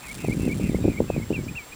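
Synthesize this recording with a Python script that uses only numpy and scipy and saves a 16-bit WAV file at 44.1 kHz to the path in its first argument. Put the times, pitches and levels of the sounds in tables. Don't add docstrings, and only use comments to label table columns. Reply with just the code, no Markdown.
import sys
import numpy as np
from scipy import signal
from scipy.fft import rfft, irfft
from scipy.io import wavfile
from scipy.ndimage import uniform_filter1d

SR = 44100
rng = np.random.default_rng(int(sys.argv[2]) if len(sys.argv) > 2 else 0)


def dump(signal):
    limited = np.clip(np.atleast_2d(signal).T, -1, 1)
    pcm = np.round(limited * 32767).astype(np.int16)
    wavfile.write(sys.argv[1], SR, pcm)


N = 77175
T = np.arange(N) / SR


def from_db(db):
    return 10 ** (np.asarray(db) / 20)


def unit_power(x):
    return x / np.sqrt(np.mean(x ** 2) + 1e-20)


def colour(x, spectrum):
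    hz, db = np.transpose(spectrum)
    f = np.arange(N // 2 + 1) * SR / N
    gain = from_db(np.interp(np.log(f + 1), np.log(hz), db))
    return unit_power(irfft(rfft(x) * gain, N))


def drift(per_s):
    points = rng.standard_normal(2000)
    return np.interp(T * per_s, np.arange(len(points)), points)


def bell_curve(x):
    return np.exp(-.5 * x ** 2)


def hiss():
    # f/Hz, level/dB
    spectrum = [(30, 15), (150, 4.5), (400, 5.5), (1000, 1.5), (1700, 0), (3000, -3), (5000, -6.5),
                (7600, -9), (8500, -9), (10000, -10), (11500, -14), (14000, -18), (15800, -11),
                (16400, -57)]
    return from_db(-45) * colour(rng.standard_normal(N), spectrum)


def rustles():
    # t/s, width/s, centre f/Hz, level/dB
    puffs = [(0.047, 0.013, 1070, -45), (0.048, 0.0035, 1800, -42), (1.45, 0.015, 5400, -53.5)]
    out = np.zeros(N)
    for t, width, hz, db in puffs:
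        band = colour(rng.standard_normal(N), [(hz / 2, -30), (hz, 0), (hz * 2, -30), (hz * 3, -60)])
        out += from_db(db) * band * bell_curve((T - t) / width)
    return out


def electronic_whine(hz=7570, restarts_per_s=30):
    phase = 2 * np.pi * hz * (T % (1 / restarts_per_s))
    return np.sqrt(2) * (from_db(-54.5) * np.sin(phase) + from_db(-58) * np.sin(2 * phase))


def insect(first_chirp_s=.02634, stroke_gap_s=.0072, stroke_width_s=.0017, teeth_per_s=4500):
    # t/s, chirp rate/Hz, level/dB
    chirping = [(0, 30, -47), (.05, 34, -44), (.13, 33.3, -39.5), (.28, 32, -41.5), (.55, 33.1, -44),
                (.75, 35, -45), (.83, 35, -52), (1.2, 28, -54.5), (1.75, 24, -54)]
    # f/Hz, level/dB
    rasp = [(2500, 0), (3300, 2), (4500, -0.5), (6500, 0.5), (7700, -0.5), (8500, 5.5), (10000, 1),
            (12000, -6.5), (16500, -9)]
    t, rates, db = np.transpose(chirping)
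    rate = np.interp(T, t, rates)
    chirp_count = np.cumsum(rate) / SR - first_chirp_s * rate[0]
    strokes = np.zeros(N)
    for k in range(3):
        from_stroke_s = ((chirp_count - k * stroke_gap_s * rate + .5) % 1 - .5) / rate
        strokes += bell_curve(from_stroke_s / stroke_width_s)
    clicks = rng.choice([-1, 1], N) * (rng.random(N) < teeth_per_s / SR)
    return colour(clicks, rasp) * strokes * from_db(np.interp(T, t, db) + 1.7 * drift(140))


def pressure_pulses(eddies, edge_db, edge_ratio=1.85, width_cycles=.37):
    out = np.zeros(N)
    for (t, db, hz), phase in zip(eddies, rng.uniform(0, 2 * np.pi, len(eddies))):
        near = slice(max(int(t * SR) - 1500, 0), max(int(t * SR) + 1500, 0))
        for part_hz, part_db in ((hz, db), (hz * edge_ratio, db + edge_db)):
            cycles = (T[near] - t) * part_hz
            swing = np.cos(2 * np.pi * cycles + phase)
            out[near] += from_db(part_db) * bell_curve(cycles / width_cycles) * swing
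    return out


def wind(eddies_per_s=140, eddy_hz=168.3, octaves_per_db=.032, top_hz=1056):
    # t/s, level/dB
    gusts = [(0, -56), (.12, -42.5), (.21, -34.5), (.29, -29), (.48, -23), (.54, -28.5), (.66, -27),
             (.79, -28), (.88, -24), (.96, -33), (1.02, -22), (1.07, -38.5), (1.12, -38.5), (1.17, -23.5),
             (1.27, -40.5), (1.34, -26), (1.44, -33), (1.52, -36), (1.60, -50), (1.75, -88)]
    # f/Hz, level/dB
    rumble_tone = [(20, -16), (45, 1), (90, 0.5), (150, 0.5), (300, -24), (900, -33)]
    # t/s, level/dB, f/Hz
    hits = [(.245, -20.5, 352), (0.248, -18.5, 520), (.285, -12.5, 306), (.298, -15, 200), (.371, -16, 178),
            (.433, -15.5, 244), (0.466, -16, 190), (0.479, -12.5, 303), (.494, -19.5, 234),
            (0.599, -18, 334.5), (0.613, -16.5, 196.7), (0.641, -13, 167), (0.697, -11, 229),
            (.747, -12.5, 348), (.755, -14, 132), (.788, -22.5, 340), (.844, -16.5, 410),
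            (0.852, -10.5, 290), (.856, -9.5, 282), (.880, -10, 330), (0.885, -9, 268), (.901, -15.5, 195),
            (1.004, -7, 398), (1.006, -16.5, 472), (1.101, -21.5, 127), (1.102, -10, 460),
            (1.164, -18, 398), (1.180, -18, 240.5), (1.306, -11, 311), (1.316, -16, 307), (1.329, -16, 280),
            (1.390, -17, 220), (1.468, -22, 197)]
    gust_db = np.interp(T, *np.transpose(gusts))
    swing_db = gust_db - gust_db.mean()
    rumble_db = gust_db.mean() - 5 + .71 * swing_db
    rumble = from_db(rumble_db) * colour(rng.standard_normal(N), rumble_tone)
    wakes = [(t + .0042, db - 13.5, hz * .413) for t, db, hz in hits]
    thumps = pressure_pulses(hits + wakes, edge_db=-12.5)
    jitter, size, pitch = rng.standard_normal((int(eddies_per_s * N / SR), 3)).T
    times = (np.arange(len(size)) + .354 * jitter) / eddies_per_s
    octaves = .39 * np.clip(pitch, -2, 1.4) + octaves_per_db * np.interp(times, T, swing_db)
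    eddies = np.transpose([times, 3 * np.clip(size, -2, 1), eddy_hz * 2 ** octaves])
    pops = from_db(gust_db - .5) * unit_power(pressure_pulses(eddies, edge_db=-9.5))
    return signal.sosfilt(signal.butter(4, top_hz, fs=SR, output="sos"), pops + rumble + thumps)


def field_echo(x, level_db=-25, fade_s=.25):
    tail = rng.standard_normal(N) * from_db(-60 * T / fade_s)
    return from_db(level_db) * signal.fftconvolve(x, tail / np.sqrt(np.sum(tail ** 2)))[:N]


def whistle(hz, db, start, end):
    loudness = uniform_filter1d(((T > start) & (T < end)) * from_db(db), 180)
    phase = 2 * np.pi * np.cumsum(uniform_filter1d(hz, 180)) / SR
    return np.sqrt(2) * loudness * np.sin(phase)


def faint_whistles():
    # start t/s, length/s, first f/Hz, last f/Hz, level/dB
    glides = [(0.704, 0.034, 3760, 3500, -53.5), (0.801, .058, 3800, 3670, -54.5),
              (1.19, .035, 3600, 3000, -68), (1.3, 0.049, 2800, 3130, -52), (1.47, 0.0196, 3180, 2800, -52),
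              (1.582, 0.048, 2880, 3180, -59)]
    out = np.zeros(N)
    for start, length, first_hz, last_hz, db in glides:
        end = start + length
        hz = np.interp(T, [start, end], [first_hz, last_hz])
        fade_db = np.interp(T, [start, start + length / 2, end], [-6, 0, -6])
        out += whistle(hz, db + fade_db, start, end)
    return out


def clear_notes(notes, shape):
    share, hz, db = np.transpose(shape)
    out = np.zeros(N)
    for start, length, level_db in notes:
        times = start + length * share
        pitch = np.interp(T, times, hz) + 10 * drift(200)
        out += whistle(pitch, level_db + np.interp(T, times, db), start, start + length)
    return out


def pips():
    # start t/s, length/s, level/dB
    notes = [(1.479, 0.023, -35), (1.719, 0.022, -37.5)]
    # share of its length, f/Hz, level/dB
    shape = [(0, 2230, -12), (.25, 2374, -3), (0.649, 2510, -1.5), (1, 2447, -13)]
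    return clear_notes(notes, shape)


def slurs():
    # start t/s, length/s, level/dB
    notes = [(1.325, 0.099, -32), (1.551, .092, -31.5)]
    # share of its length, f/Hz, level/dB
    shape = [(0, 2300, -13), (.08, 2666, -7.5), (.18, 2783, -3.5), (.28, 2694, 0), (.39, 2453, -1.5),
             (.52, 2310, -7.5), (0.799, 2228, -19.5), (1, 2170, -20)]
    return clear_notes(notes, shape)


def trills(warble_hz=73, sag_hz=124.7, flick_drop_hz=332, attack_s=.007):
    # start t/s, trill end t/s, end t/s, onset f/Hz, trill f/Hz, dip f/Hz, flick f/Hz,
    # trill level/dB, dip level/dB, flick level/dB, warble depth/Hz, second voice against the trill/dB
    calls = [(0.013, 0.071, .128, 2480, 2570, 2130, 2320, -48.5, -40, -37, 100, -5.5),
             (0.177, 0.267, 0.34, 2560, 2633, 2094, 2410, -44.5, -42, -32.5, 170, -8),
             (0.391, 0.479, .540, 2607, 2700, 2173, 2390, -45.5, -38.5, -32.5, 100, -8),
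             (0.596, .688, .770, 2500, 2633, 1920, 2220, -43.5, -55, -40.5, 181, -8),
             (0.824, 0.933, .995, 2420, 2524, 2060, 2340, -46, -50, -34.5, 128, -12),
             (1.076, 1.172, 1.243, 2670, 2544, 2040, 2250, -45, -53, -41.5, 115, -15)]
    out = np.zeros(N)
    for (start, trill_end, end, onset_hz, trill_hz, dip_hz, flick_hz,
         trill_db, dip_db, flick_db, depth_hz, second_db) in calls:
        crest, dip, flick = (start + trill_end) / 2, end - .034, end - .0096
        hz = np.interp(T, [start, crest, trill_end, dip - .007, dip + .0043, flick, end],
                       [onset_hz, trill_hz, trill_hz - sag_hz, dip_hz + 30, dip_hz + 20,
                        flick_hz, flick_hz - flick_drop_hz])
        db = np.interp(T, [start, start + attack_s, crest, trill_end, dip, flick - .007, flick, end],
                       [trill_db - 12, trill_db - 4, trill_db, trill_db, dip_db,
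                        flick_db, flick_db, flick_db - 14])
        buzz = np.interp(T, [trill_end, dip - .007], [1, 0])
        phase = 2 * np.pi * np.cumsum(warble_hz * (1 + .102 * drift(60.4))) / SR
        warble = buzz * (np.sin(phase) - .35 * np.sin(2 * phase))
        main_hz = hz + depth_hz * warble + 35 * buzz * drift(250)
        main_db = db - 1.5 * warble + (.75 + 1.6 * buzz) * drift(200)
        out += whistle(main_hz, main_db, start, end)
        lower_hz = np.interp(T, [start, trill_end], [2363, 1972]) + 110 * warble + 50 * drift(230)
        lower_db = trill_db + second_db + 3 * warble + 2.2 * drift(180)
        out += whistle(lower_hz, lower_db, start + attack_s, trill_end + .0072)
    return out


def scene():
    song = trills() + slurs() + pips() + faint_whistles()
    return (song + field_echo(song) + insect() + hiss() + rustles() + electronic_whine() + wind())[None]


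def record(dry, bass_hz=32, top_hz=17200):
    thin = signal.sosfilt(signal.butter(2, bass_hz, "high", fs=SR, output="sos"), dry)
    return signal.sosfilt(signal.ellip(10, .1, 90, top_hz, fs=SR, output="sos"), thin)


dry = scene()
out = record(dry)
dump(out)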